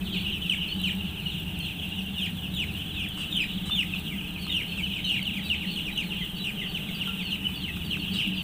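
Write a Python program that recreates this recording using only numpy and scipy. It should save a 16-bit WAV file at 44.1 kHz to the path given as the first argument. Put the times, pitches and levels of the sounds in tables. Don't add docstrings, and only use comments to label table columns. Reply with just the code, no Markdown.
import sys
import numpy as np
from scipy import signal
from scipy.fft import rfft, irfft, next_fast_len
from scipy.io import wavfile
from scipy.ndimage import uniform_filter1d, map_coordinates

SR = 44100
rng = np.random.default_rng(int(sys.argv[2]) if len(sys.argv) > 2 else 0)


def transcribe(u):
    v = np.clip(np.atleast_2d(u).T, -1, 1)
    q = np.round(v * 32767).astype(np.int16)
    wavfile.write(sys.argv[1], SR, q)


N = 371763


def amp(db):
    return 10 ** (np.asarray(db) / 20)


def unit(x):
    return x / np.sqrt(np.mean(x ** 2) + 1e-20)


def along(points, hz):
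    f, v = np.transpose(points)
    return np.interp(np.log(hz + 1), np.log(f + 1), v)


def wobble(rate):
    knots = rng.standard_normal(int(N * rate / SR) + 4)
    return map_coordinates(knots, [np.arange(N) * rate / SR])


def filtered(x, response):
    m = next_fast_len(N + SR // 2)
    return irfft(rfft(x, m) * response(np.fft.rfftfreq(m, 1 / SR)), m)[:N]


def coloured(x, points):
    return filtered(x, lambda hz: amp(along(points, hz)))


def add(track, s, sound):
    part = track[max(round(s * SR), 0):][:len(sound)]
    part += sound[:len(part)]


def house(x, t60, rise):
    t = np.arange(SR) / SR
    tail = rng.standard_normal(SR) * amp(-60 * t / t60) * (1 - np.exp(-t / rise))
    return signal.fftconvolve(x, tail / np.linalg.norm(tail))[:N]


def patchy(depth_db, size=2048):
    z = signal.stft(rng.standard_normal(N + size), nperseg=size)[2]
    field = uniform_filter1d(rng.standard_normal(z.shape), size=2, axis=0)
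    field = uniform_filter1d(field, size=30, axis=1)
    return signal.istft(z * amp(depth_db * unit(field)), nperseg=size)[1][:N]


# f/Hz, relative level/dB per Hz
RUMBLE_COLOUR = [(20, -16.5), (60, -9.5), (84, -3), (112, -12), (140, -8.5), (190, 1.5), (252, -19),
                 (308, -10.5), (349, -23), (422, -20), (491, -30), (870, -26.5), (1050, -33), (2400, -32),
                 (5000, -49.5), (7000, -120)]


def fan_rumble():
    level_db = -35 + 0.4 * wobble(7)
    return amp(level_db) * unit(coloured(patchy(depth_db=2), RUMBLE_COLOUR))


# f/Hz, relative level/dB per Hz
HISS_COLOUR = [(2500, -50), (4300, -18), (5200, -12.5), (6000, -7.5), (7000, -10), (8300, -1.5),
               (10400, -5), (13100, -2.5), (15300, 3), (16000, 5)]


def fan_hiss():
    hits = (rng.random(N) < 150 / SR) * amp(16 * rng.random(N) ** 3)
    grain = amp(-60 * np.arange(200) / SR / 0.011) * rng.standard_normal(200)
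    scratches = signal.fftconvolve(hits, grain)[:N]
    flutter_db = 0.9 * wobble(12) + 0.8 * wobble(40)
    air = amp(flutter_db) * rng.standard_normal(N) + amp(-7) * unit(scratches)
    return amp(-45.5) * unit(coloured(air, HISS_COLOUR))


# shaft multiple, mid level/dB
MOTOR_ORDERS = [(25, -71), (26, -73), (27, -71), (28, -74), (29, -73), (31, -74), (33, -66), (34, -67),
                (36, -74)]
SHAFT_HZ = 47.29


def motor_whine():
    turn = 2 * np.pi * np.cumsum(SHAFT_HZ * (1 + 0.0012 * wobble(6))) / SR
    whine = np.zeros(N)
    for k, db in MOTOR_ORDERS:
        whine += amp(db + 2.5 * wobble(1.5)) * np.sin(k * turn + k * k)
    return whine


# t/s, level/dB
FLOCK_LEVEL = [(0.0, -33.5), (0.45, -34), (1.13, -39), (2.25, -38), (2.7, -39), (3.92, -35.5), (4.2, -39.5),
               (5.05, -35), (6.48, -38), (7.3, -34.5), (7.44, -38.5), (8.43, -34)]
# f/Hz, relative level/dB per Hz
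FLOCK_COLOUR = [(1240, -31), (2100, -30), (2290, -16), (2730, 2.5), (2930, 4), (3400, -3.5), (3880, -12),
                (4280, -24), (4600, -28), (5980, -62), (10100, -120)]


def flock(count=1700):
    when, long, top, drop, near, rise = rng.random((count, 6)).T[:, :, None]
    t = np.arange(round(0.076 * SR)) / SR
    u = np.clip(t / (0.025 + 0.05 * long ** 2), 0, 1)
    top_hz = 2500 + 2000 * top
    fall = (0.2 + 0.3 * drop) * (0.35 + 0.65 * long)
    hz = top_hz * (1 + 0.06 * rise * u - fall * u ** 1.6)
    phase = 2 * np.pi * np.cumsum(hz, axis=1) / SR
    size = amp(-4 * np.log(1 - 0.95 * near))
    swell = size * np.abs(np.sin(np.pi * u)) ** 0.38
    at = ((when * (N + len(t))).astype(int) + np.arange(len(t))).ravel()

    def voices(k):
        return np.bincount(at, (swell * np.sin(k * phase)).ravel())[len(t):][:N]

    dry, octave = voices(1), voices(2)
    far = unit(dry) + amp(-7) * unit(house(dry, 0.05, 0.003)) + amp(-5) * unit(house(dry, 0.7, 0.02))
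    spectrum = rfft(far * signal.windows.tukey(N, 0.003))
    band = uniform_filter1d(np.abs(spectrum) ** 2, size=2500)
    even = irfft(spectrum / np.sqrt(band + 1e-4 * band.max()), N)
    times, levels_db = np.transpose(FLOCK_LEVEL)
    level = amp(np.interp(np.arange(N) / SR, times, levels_db))
    return level * (unit(coloured(even, FLOCK_COLOUR)) + amp(-31) * unit(octave))


# t/s, level/dB before colouring
TICKS = [(.2144, -46), (.7996, -41), (.816, -36), (1.3848, -43), (1.4681, -49), (1.5898, -34),
         (1.8896, -41), (2.2598, -45), (2.5481, -37), (2.5745, -49), (3.0884, -39), (3.3672, -37),
         (3.7339, -42), (3.8472, -49), (3.9963, -41), (4.3051, -48), (4.3959, -46), (5.2295, -35),
         (5.7184, -48), (7.0743, -40), (8.2771, -42)]
# f/Hz, level/dB
TICK_COLOUR = [(1500, -30), (4000, -20), (6000, -16), (8500, 4), (11000, 2), (15000, 4)]


def litter_ticks():
    ticks, t = np.zeros(N), np.arange(SR // 4) / SR
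    for s, db in TICKS:
        add(ticks, s, amp(db - 60 * t / 0.015) * rng.standard_normal(len(t)))
    return coloured(ticks, TICK_COLOUR)


# t/s, length/s, level/dB before colouring
RUSTLES = [(3.166, 0.13, -36.5), (3.652, 0.079, -37), (8.133, 0.056, -35)]
# f/Hz, level/dB
FEATHER_COLOUR = [(600, -11), (1300, -2), (3000, -2), (4700, -14), (6500, -14), (8500, -2.5), (12000, -25)]


def wing_rustles():
    rustles, t = np.zeros(N), np.arange(SR // 4) / SR
    for s, length, db in RUSTLES:
        swell = np.sin(np.pi * np.clip(t / length, 0, 1) ** 0.5)
        add(rustles, s, amp(db) * swell * rng.standard_normal(len(t)))
    return coloured(rustles, FEATHER_COLOUR)


# t/s, nominal level/dB, f/Hz of the ring
TAPS = [(3.176, -38, 1280), (3.6972, -31.5, 1230), (3.949, -40, 1280), (4.4676, -37, 1230),
        (4.7767, -41, 1400), (7.4927, -43, 1130), (7.77, -39, 1430), (7.9703, -36, 1530),
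        (8.1958, -43, 1280)]
# t/s, nominal level/dB, f/Hz, t60/s
PIPE_PING = (7.0753, -34, 1373, .28)
TAP_T60_S = 0.035


def feeder_taps():
    taps, t = np.zeros(N), np.arange(SR // 4) / SR
    for s, db, hz, t60 in [(*tap, TAP_T60_S) for tap in TAPS] + [PIPE_PING]:
        ring = amp(-3 - 60 * t / t60) * np.sin(2 * np.pi * hz * t)
        thud = amp(-60 * t / 0.012) * np.sin(2 * np.pi * 0.88 * hz * t)
        click = amp(3 - 60 * t / 0.0033) * rng.standard_normal(len(t))
        onset = 1 - np.exp(-t / 0.00011)
        add(taps, s, amp(db) * (ring + thud + click) * onset)
    return taps


def pecks_and_wings():
    close = feeder_taps() + litter_ticks() + wing_rustles()
    return close + amp(-12) * house(close, t60=0.3, rise=0.01)


# f/Hz, level/dB
REACH = [(1700, 3.5), (2900, 5), (4500, -12), (6000, -13), (7100, -13), (8500, -9), (11000, -24),
         (15000, -8)]
OVERTONES_DB = [-14, -11.5, -16]
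PATCHY_DB = 3.5
WEAK_HZ = 2850


def whistle(times, pitches, levels_db, fade_db_per_khz, flutter_db, waver):
    t = np.arange(max(round(times[-1] * SR), 64)) / SR
    glide = np.interp(t, times, pitches)
    flutter, drift = [np.interp(t, np.arange(64) * 0.004, r) for r in rng.standard_normal((2, 64))]
    hz = uniform_filter1d(glide, size=260, mode="nearest") * (1 + waver * drift)
    sunk_khz = np.clip(min(WEAK_HZ, pitches[0]) - glide, 0, None) / 1000
    level_db = np.interp(t, times, levels_db) - fade_db_per_khz * sunk_khz + flutter_db * flutter
    edges = np.clip(np.minimum(t, t[-1] - t) / 0.0043, 0, 1)
    phase = 2 * np.pi * (np.cumsum(hz) / SR + rng.random())
    tone = amp(along(REACH, hz)) * np.sin(phase)
    falling = np.clip(-np.gradient(glide) * SR / 15000, 0.3, 1)
    rich = uniform_filter1d(falling, size=200) * amp(rng.normal(0, 0.59) + 4.1 * drift)
    for k, db in enumerate(OVERTONES_DB, start=2):
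        patches = np.interp(t, np.arange(16) * 0.015, rng.standard_normal(16))
        overtone_db = db + PATCHY_DB * patches + along(REACH, k * hz)
        tone += rich * amp(overtone_db) * np.sin(k * phase)
    return amp(level_db) * edges * tone


# t/s, opening/s, from f/Hz, to f/Hz, level/dB, slide/s, from f/Hz, to f/Hz, level/dB
PEEPS = [(.435, 0.051, 3770, 3900, -44, 0.041, 3036, 2300, -29),
         (.79, 0.038, 3960, 3910, -32, 0.047, 3113, 2340, -28.5),
         (0.837, 0.035, 4330, 4270, -41, 0.045, 4150, 2860, -33.5),
         (1.261, 0.047, 4370, 3970, -39, 0.052, 3850, 2736, -38),
         (1.601, 0.051, 4360, 4080, -35, 0.038, 3460, 2270, -38.5),
         (2.176, 0.034, 3650, 3545, -31, 0.053, 3420, 2360, -30.5),
         (2.536, 0.019, 3830, 3820, -32, 0.079, 3660, 2350, -30.5),
         (2.94, 0.023, 3845, 3790, -34, 0.091, 3680, 2313, -35),
         (3.308, 0.014, 3880, 3730, -29, 0.11, 3710, 2320, -28.5),
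         (3.707, 0.042, 3570, 3570, -23, 0.077, 3560, 2356, -28.5),
         (4.491, 0.022, 3750, 3653, -27.5, 0.095, 3610, 2294, -30),
         (5.036, 0.054, 3846, 3790, -30, 0.055, 3050, 2365, -31),
         (5.211, .031, 4560, 4400, -34, 0.038, 3100, 2570, -34.5),
         (5.428, 0.059, 3770, 3950, -30.5, .036, 2970, 2545, -28.5),
         (5.699, 0.051, 4650, 4100, -31.5, 0.029, 3300, 2650, -34),
         (5.911, .055, 3840, 3970, -32, .048, 2940, 2290, -30.5),
         (6.028, 0.06, 4430, 4100, -37, 0.038, 3900, 2500, -40),
         (6.385, 0.062, 3950, 3900, -32.5, .04, 2990, 2340, -31),
         (6.677, 0.05, 4600, 4290, -36, 0.031, 3180, 2630, -32.5),
         (6.945, 0.041, 4830, 4400, -34, 0.026, 3200, 2590, -33.5),
         (7.222, 0.078, 4590, 4160, -34.5, 0.037, 3270, 2650, -34),
         (7.55, 0.063, 4660, 4250, -34.5, 0.024, 3210, 2970, -36),
         (7.845, .05, 4680, 4400, -37, .035, 3270, 2584, -32.5),
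         (8.111, 0.057, 4510, 4350, -35, 0.028, 3100, 2330, -31)]
# t/s, length/s, from f/Hz, to f/Hz, level/dB (before reach, fading, flutter)
CHIRPS = [(.057, .053, 3850, 3170, -44), (.12, .047, 4750, 3920, -39), (.134, .048, 2750, 2110, -40),
          (.165, .042, 3150, 2280, -35), (.181, .05, 4300, 4440, -34), (.242, .05, 3050, 2690, -33.5),
          (.326, .036, 2950, 2600, -40), (.409, .05, 3100, 2770, -35), (.516, .038, 2950, 2780, -33),
          (.6, .06, 4050, 3200, -41), (.68, .036, 4200, 4400, -32), (.709, .072, 4620, 4500, -39),
          (.96, .067, 4170, 3400, -44), (1.216, .04, 4350, 4000, -42), (1.254, .037, 3030, 2740, -32),
          (1.595, .024, 3300, 2980, -35), (1.645, .03, 2900, 2640, -36), (1.775, .04, 3370, 3220, -39),
          (1.975, .04, 3170, 2520, -36.5), (2.16, .064, 3130, 2320, -37.5), (2.568, .066, 3920, 2900, -41),
          (2.964, .057, 2750, 2330, -36.5), (2.986, .05, 3680, 2970, -43), (3.18, .06, 4700, 4500, -41),
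          (3.182, .06, 3200, 2570, -37.5), (3.343, .068, 3780, 2960, -35), (3.38, .03, 2600, 1950, -41),
          (3.655, .04, 3920, 3900, -32), (3.75, .042, 2600, 1900, -45), (3.766, .08, 3560, 2610, -34),
          (3.922, .045, 2760, 2370, -35), (4.105, .046, 2460, 1930, -39.5), (4.17, .047, 3400, 2385, -34.5),
          (4.275, 0.048, 4050, 3900, -49), (4.35, .045, 2750, 2150, -39), (4.385, 0.033, 4300, 4700, -37),
          (4.413, 0.05, 4600, 4050, -32), (4.482, .082, 3150, 2655, -34), (4.49, .026, 2150, 1900, -45),
          (4.558, .076, 3450, 2440, -45), (4.678, .074, 4350, 4190, -37.5),
          (4.773, .041, 2900, 2200, -31.5), (4.824, .054, 3200, 2560, -32.5), (4.87, .059, 3460, 2410, -40),
          (4.932, .076, 2980, 2020, -35), (5.026, .083, 3300, 2510, -36), (5.044, .048, 4050, 4350, -30),
          (5.101, .087, 3500, 2300, -36), (5.112, .074, 3900, 3100, -47), (5.166, .04, 2600, 2000, -38),
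          (5.318, .06, 3500, 2775, -36), (5.319, .045, 2850, 2120, -40), (5.365, .037, 2600, 1830, -35.5),
          (5.437, .066, 4850, 3970, -35), (5.518, .048, 3000, 2100, -36), (5.612, .046, 2800, 1756, -34.5),
          (5.666, .045, 4330, 4200, -35), (5.768, 0.049, 3080, 2730, -44), (5.853, .065, 3150, 1790, -36),
          (5.978, .056, 3600, 2550, -50), (6.147, .057, 2880, 2310, -42.5), (6.166, .039, 3370, 3090, -35),
          (6.21, .028, 2120, 1920, -38.5), (6.355, .045, 4500, 4420, -36), (6.424, .062, 3200, 2360, -35.5),
          (6.585, .03, 3250, 2830, -37), (6.612, .035, 2180, 1800, -38), (6.884, 0.019, 2370, 1960, -39),
          (7.043, .057, 3580, 2800, -36.5), (7.16, .08, 3300, 1960, -39), (7.245, .045, 2950, 2530, -46),
          (7.293, .046, 4350, 3720, -38), (7.341, .08, 3100, 2585, -49), (7.428, .018, 1850, 2200, -50),
          (7.442, .049, 2960, 2990, -29), (7.534, .032, 3550, 3330, -36), (7.614, .034, 4300, 3880, -37),
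          (7.678, 0.027, 2250, 1810, -38), (7.676, .044, 2780, 2550, -38), (7.891, .036, 4350, 3940, -35),
          (7.989, .025, 4440, 4320, -33), (8.129, .054, 4880, 4180, -37), (8.135, .038, 3950, 3730, -30),
          (8.135, .108, 5100, 4800, -41), (8.188, .088, 3380, 2180, -36), (8.332, .044, 4120, 4080, -41),
          (8.336, .096, 4830, 4400, -39)]
BREAK_HZ_PER_S = 70000
OPEN_DB, BREAK_DB = -5, -8
TAIL_S, TAIL_HZ_PER_S, TAIL_DB = 0.017, 48800, -5.5
SWELL, START_DB, END_DB = 0.29, -6.5, -5
PEEP_FADE_DB_PER_KHZ, CHIRP_FADE_DB_PER_KHZ = 14, 8


def calls():
    for s, opening, high, held, open_db, slide, top, low, db in PEEPS:
        leap = abs(held - top) / BREAK_HZ_PER_S
        times = np.cumsum([0, opening / 2, opening / 2, leap, slide, TAIL_S])
        pitches = [high, (high + held) / 2, held, top, low, low - TAIL_S * TAIL_HZ_PER_S]
        levels_db = [open_db + OPEN_DB, open_db, open_db + BREAK_DB, db, db, db + TAIL_DB]
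        yield s, times, pitches, levels_db, PEEP_FADE_DB_PER_KHZ
    for s, length, top, low, db in CHIRPS:
        times = [0, SWELL * length, length]
        pitches = [top, top + SWELL * (low - top), low]
        yield s, times, pitches, [db + START_DB, db, db + END_DB], CHIRP_FADE_DB_PER_KHZ


def near_chicks():
    dry, answered = np.zeros(N), np.zeros(N)
    for s, *call in calls():
        peep = whistle(*call, flutter_db=4, waver=0.004)
        add(dry, s, peep)
        for late, loss in rng.random((3, 2)):
            add(answered, s + 0.006 + 0.03 * late, amp(-7.5 - 4 * late - 6 * loss) * peep)
    hall = amp(-10) * house(dry, t60=0.3, rise=0.012)
    return dry + answered + hall


def scene():
    fans = fan_rumble() + fan_hiss() + motor_whine()
    return (fans + flock() + pecks_and_wings() + near_chicks())[None]


def record(dry):
    return filtered(dry[0], lambda hz: hz < 15520)[None]


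dry = scene()
out = record(dry)
transcribe(out)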